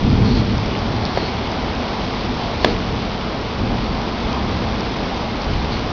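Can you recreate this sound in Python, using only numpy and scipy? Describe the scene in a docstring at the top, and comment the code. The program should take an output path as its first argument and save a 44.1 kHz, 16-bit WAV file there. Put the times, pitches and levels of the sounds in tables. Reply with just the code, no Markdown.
"""A wash of heavy rain and a low rumble, as of far thunder, that dies away and rolls on.
Countless drops on a parking lot merge into a dull roar; nearer ones hiss and crackle.
We listen from an open window through a small hand-held camera that dulls the treble.
Now and then the hand rustles on its case, a close drop ticks, or a fat drip knocks on the sill."""
import sys
import numpy as np
from scipy import signal
from scipy.fft import rfft, irfft
from scipy.io import wavfile
from scipy.ndimage import uniform_filter1d

SR = 44100
rng = np.random.default_rng(int(sys.argv[2]) if len(sys.argv) > 2 else 0)


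def put_to_file(sound):
    """Save the sound as 16-bit audio at rate SR, in the file named by the first command-line argument."""
    columns = np.atleast_2d(sound).T  # one column per channel
    safe = np.clip(columns, -1, 1)
    whole_steps = np.round(safe * 32767)
    wavfile.write(sys.argv[1], SR, whole_steps.astype(np.int16))


N = 261072
TIME = np.arange(N) / SR

# swell of the rain: (time [s], far roar [relative dB], near splashes and crackle [relative dB])
RAIN_SWELL = [(0, -27, -30.5), (1.699, -25, -31), (2.401, -26, -30), (3.6, -26.5, -32.5), (4.15, -26, -31),
              (4.45, -25, -31), (4.8, -25.5, -30.5), (5.92, -26.5, -31.5)]
# roar of the whole lot: (frequency [Hz], level [relative dB])
ROAR_EQ = [(20, -20.5), (200, 2), (400, -1), (580, -2.5), (800, -1), (1050, -4), (1350, -8.5), (1700, -13),
           (2600, -20.5), (5000, -40.5)]
# hiss of the splashes: (frequency [Hz], level [relative dB])
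HISS_EQ = [(500, -22.5), (1200, -7.5), (1700, -5.6), (2100, 3), (2700, 0.5), (3400, 2.5), (3900, 0.5),
           (4700, -0.5), (6500, -6.5)]
# rolls of the rumble: (start [s], hold [s], 60 dB decay [s], deep layer [dB], room boom [dB])
ROLL_CUES = [(0.0, 0.33, 2.36, -20, -16.5), (0.826, 0.2, .25, -33, -25), (1.57, 0.16, .6, -29.5, -39),
             (2.176, 0.12, .8, -37, -25.5), (2.585, 0.41, .6, -28.5, -27), (3.574, 0.15, .35, -24.5, -21.5),
             (3.778, 0.19, .2, -25.5, -24.5), (4.212, .5, 1.1, -27.5, -26),
             (5.427, 0.097, 1.6, -20.5, -26.5)]
# deep layer of the rumble: (frequency [Hz], level [relative dB])
DEEP_EQ = [(15, -16), (30, -11), (46, 1.5), (62, -4), (78, -2), (100, -14), (200, -28.5), (600, -81.5)]
# low resonances of the room: (frequency [Hz], half-width [Hz], level [relative dB])
ROOM_MODES = [(80, 6.9, -5.5), (110.4, 12.8, 0.5), (145.3, 9.3, -4.5), (195, 28, -2), (225, 47, -5.5),
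              (240, 19, -1.5), (320, 39, -11), (429, 37, -10)]
# extra bass weight of a loud roll: (frequency [Hz], level [relative dB])
HEFT_EQ = [(55, -30.5), (85, -7.5), (110, 2.5), (140, -7.5), (190, -25), (400, -58.5)]
# the hand shifts on the camera: (start [s], length [s], level [dB])
RUB_CUES = [(0.224, 0.15, -33), (0.336, 0.09, -31), (0.983, 0.22, -37.5), (1.137, 0.19, -33),
            (2.592, 0.16, -31.5), (5.68, 0.15, -34)]
# single close drops: (time [s], level [dB], pitch [Hz])
TICK_CUES = [(0.3706, -18, 4500), (.581, -15.5, 5300), (0.662, -17, 5200), (0.7528, -14, 2540),
             (.7907, -16.5, 5000), (1.0534, -9, 4560), (2.6188, -16, 4000), (4.3298, -16, 5000),
             (4.8081, -13, 5340), (5.4204, -14.5, 4930)]
# fat drips: (time [s], level [dB], sill pitch [ratio], hardness [dB], splash [relative dB])
DRIP_CUES = [(1.174, 5, 0.91, -12, -15), (2.646, 7, 0.98, 6, -7.5)]
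# modes of the sill: (frequency [Hz], level [relative dB], 60 dB decay [s])
SILL_MODES = [(442, -15.5, 0.042), (638, 6.5, 0.007), (980, -16, 0.026), (1650, 0.5, 0.0047),
              (3500, -10, 0.0086)]
# spray of a bursting drip: (frequency [Hz], level [relative dB])
SPRAY_EQ = [(300, 12), (1500, 4.5), (4500, 1), (7000, -18), (9000, -41)]
# dull after-rattle of the sill: (frequency [Hz], level [relative dB])
RATTLE_EQ = [(150, -14), (300, 2.5), (480, -1.5), (800, -16), (2000, -18), (6000, -37)]
# treble roll-off of the camera: (frequency [Hz], gain [dB])
CAMERA_EQ = [(4600, -0.5), (5200, -1.5), (5600, -3.5), (6000, -8), (6400, -15), (6800, -24.5), (7100, -31)]


def gain_of(db):
    """Decibels to amplitude."""
    return 10 ** (np.asarray(db) / 20)


def unit_rms(x):
    """Normalises the whole signal to rms 1."""
    return x / np.sqrt(np.mean(x ** 2) + 1e-20)


def steadied(x):
    """Rides the gain to hold noise near rms 1 from moment to moment."""
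    return x / np.sqrt(uniform_filter1d(x ** 2, size=7000))


def eq(x, curve):
    """Filters by (frequency [Hz], gain [dB]) points joined on a log-frequency axis."""
    hz, db = np.transpose(curve)
    bins = np.fft.rfftfreq(len(x), 1 / SR)
    bin_db = np.interp(np.log(bins + 1), np.log(hz), db)
    return irfft(rfft(x) * gain_of(bin_db), len(x))


def add(mix, start_s, sound):
    """Mixes a sound in at its cue."""
    part = mix[max(round(start_s * SR), 0):][:len(sound)]
    part += sound[:len(part)]


def patchy(x, depth_db, bins, frames):
    """Lets random patches of the spectrum, bins wide and frames long, swell and fade."""
    spectrogram = signal.stft(x, nperseg=512)[2]
    patches = rng.standard_normal(spectrogram.shape)
    for axis, span in enumerate((bins, frames)):
        patches = uniform_filter1d(patches, span, axis=axis, mode="wrap")
    return signal.istft(spectrogram * gain_of(depth_db * unit_rms(patches)), nperseg=512)[1][:N]


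def impacts(per_s, spread_db):
    """Clicks at random moments: most small, a few large."""
    sizes = gain_of(spread_db * np.minimum(rng.exponential(1, N), 5))
    return sizes * rng.choice([-1, 1], N) * (rng.random(N) < per_s / SR)


def tick(hz, cycles):
    """The snap of one drop: a wavelet of very few cycles, centred in its span."""
    t = np.arange(-128, 129) / SR
    return np.exp(-(t * hz / cycles) ** 2) * np.sin(2 * np.pi * hz * t)


def far_rain():
    """Thousands of impacts a second blur into a dull roar over the asphalt."""
    wash = patchy(rng.standard_normal(N), depth_db=0.66, bins=4, frames=16)
    return gain_of(-24.5) * unit_rms(eq(wash, ROAR_EQ))


def splashes():
    """Dense splashing hisses on the wet ground nearby, rising and falling in patches."""
    drops = unit_rms(impacts(per_s=7000, spread_db=4.0))
    wash = gain_of(-0.7) * rng.standard_normal(N)
    spatter = patchy(drops + wash, depth_db=0.4, bins=7, frames=14)
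    return gain_of(-30) * unit_rms(eq(spatter, HISS_EQ))


def near_rain():
    """Drops below the window stand out as a fine crackle, spread over twelve pitches."""
    crackle = np.zeros(N)
    for hz in np.geomspace(2200, 6000, num=12):
        crackle += signal.oaconvolve(impacts(per_s=27, spread_db=2.5), tick(hz, cycles=1.0), "same")
    return gain_of(-42) * unit_rms(crackle)


def roll_envelope(rolls, rise_s, rest_db):
    """Each roll rises, holds and dies away on top of a resting level."""
    power = gain_of(rest_db) ** 2
    for start, hold, t60, db in rolls:
        t = TIME - start
        attack = np.clip(t / rise_s, 0, 1)
        decay = gain_of(db - 60 * np.maximum(t - hold, 0) / t60)
        power = power + attack * decay ** 2
    return np.sqrt(power)


def rumble():
    """Deep rolling noise booms in the low resonances of the room; loud rolls turn heavier."""
    hz = np.geomspace(20, 2000, num=300)
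    room_power = sum(gain_of(2 * db) / (1 + ((hz - centre) / width) ** 2) ** 2
                     for centre, width, db in ROOM_MODES)
    room_eq = np.c_[hz, 10 * np.log10(room_power)]
    deep, boom, heft = (steadied(eq(rng.standard_normal(N), curve))
                        for curve in (DEEP_EQ, room_eq, HEFT_EQ))
    start, hold, t60, deep_db, boom_db = np.transpose(ROLL_CUES)
    deep_gain = roll_envelope(zip(start, hold, t60, deep_db), rise_s=0.03, rest_db=-30.5)
    # the room takes longer to build up
    boom_gain = roll_envelope(zip(start, hold, t60, boom_db), rise_s=0.07, rest_db=-28.5)
    heft_gain = gain_of(17) * boom_gain ** 2.05  # grows about 2 dB for each dB of boom
    return deep_gain * deep + boom_gain * boom + heft_gain * heft


def hand_rustle():
    """Tiny slips of skin on the case ring one high resonance of the camera."""
    case_eq = [(1000, -14.5), (3600, -17), (4350, -4.0), (4900, -16.5), (6500, -17), (8000, -38)]
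    rustle = unit_rms(eq(impacts(per_s=3000, spread_db=0.5), case_eq))
    strokes = np.zeros(N)
    for start, length, db in RUB_CUES:
        add(strokes, start, gain_of(db) * signal.windows.tukey(int(length * SR), 0.6))
    return strokes * rustle


def close_drops():
    """A few drops land right by the microphone, each a single bright tick."""
    track = np.zeros(N)
    for time, db, hz in TICK_CUES:
        snap = tick(hz, cycles=1.2)
        add(track, time - len(snap) / 2 / SR, gain_of(db) * snap)
    return track


def sill_drips():
    """Each drip flattens on the sill with a dead knock and bursts; a harder one rattles it more."""
    contact_s, rattle_peak_s = 0.0006, 0.023
    splash_delay_s, splash_t60_s = 0.0017, 0.012
    track, t = np.zeros(N), np.arange(SR // 4) / SR
    attack = 1 - np.exp(-t / contact_s)
    splash_envelope = attack * gain_of(-60 * t / splash_t60_s)
    rattle_envelope = t / rattle_peak_s * np.exp(1 - t / rattle_peak_s)
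    for start, db, pitch, hardness_db, splash_db in DRIP_CUES:
        knock = np.zeros(len(t))
        for hz, mode_db, t60 in SILL_MODES:
            bright_db = hardness_db * min(hz / 2000, 1)  # a harder blow reaches the higher modes
            knock += gain_of(mode_db + bright_db - 60 * t / t60) * np.cos(2 * np.pi * hz * pitch * t)
        spray = unit_rms(eq(rng.standard_normal(len(t)), SPRAY_EQ))
        rattle = unit_rms(eq(rng.standard_normal(len(t)), RATTLE_EQ))
        rattle_db = -26.5 + 0.2 * hardness_db
        add(track, start, gain_of(db) * attack * knock)
        add(track, start + splash_delay_s, gain_of(db + splash_db) * splash_envelope * spray)
        add(track, start, gain_of(db + rattle_db) * rattle_envelope * rattle)
    return track


def scene():
    """A bed of far and near rain swells gently under the rumble and the spot sounds, in mono."""
    times, far_db, near_db = np.transpose(RAIN_SWELL)
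    far_swell = unit_rms(gain_of(np.interp(TIME, times, far_db)))
    near_swell = unit_rms(gain_of(np.interp(TIME, times, near_db)))
    bed = far_swell * far_rain() + near_swell * (splashes() + near_rain())
    return (bed + close_drops() + sill_drips() + rumble() + hand_rustle())[None]


def record(dry):
    """The camera dulls the treble; any peak over full scale is flattened, and the sound cuts off at its band
    limit."""
    clipped = np.clip(eq(dry[0], CAMERA_EQ), -1, 1)
    lowpass = signal.firwin(511, cutoff=6900, window=("kaiser", 9), fs=SR)
    return signal.oaconvolve(clipped, lowpass, "same")[None]


dry = scene()
out = record(dry)
put_to_file(out)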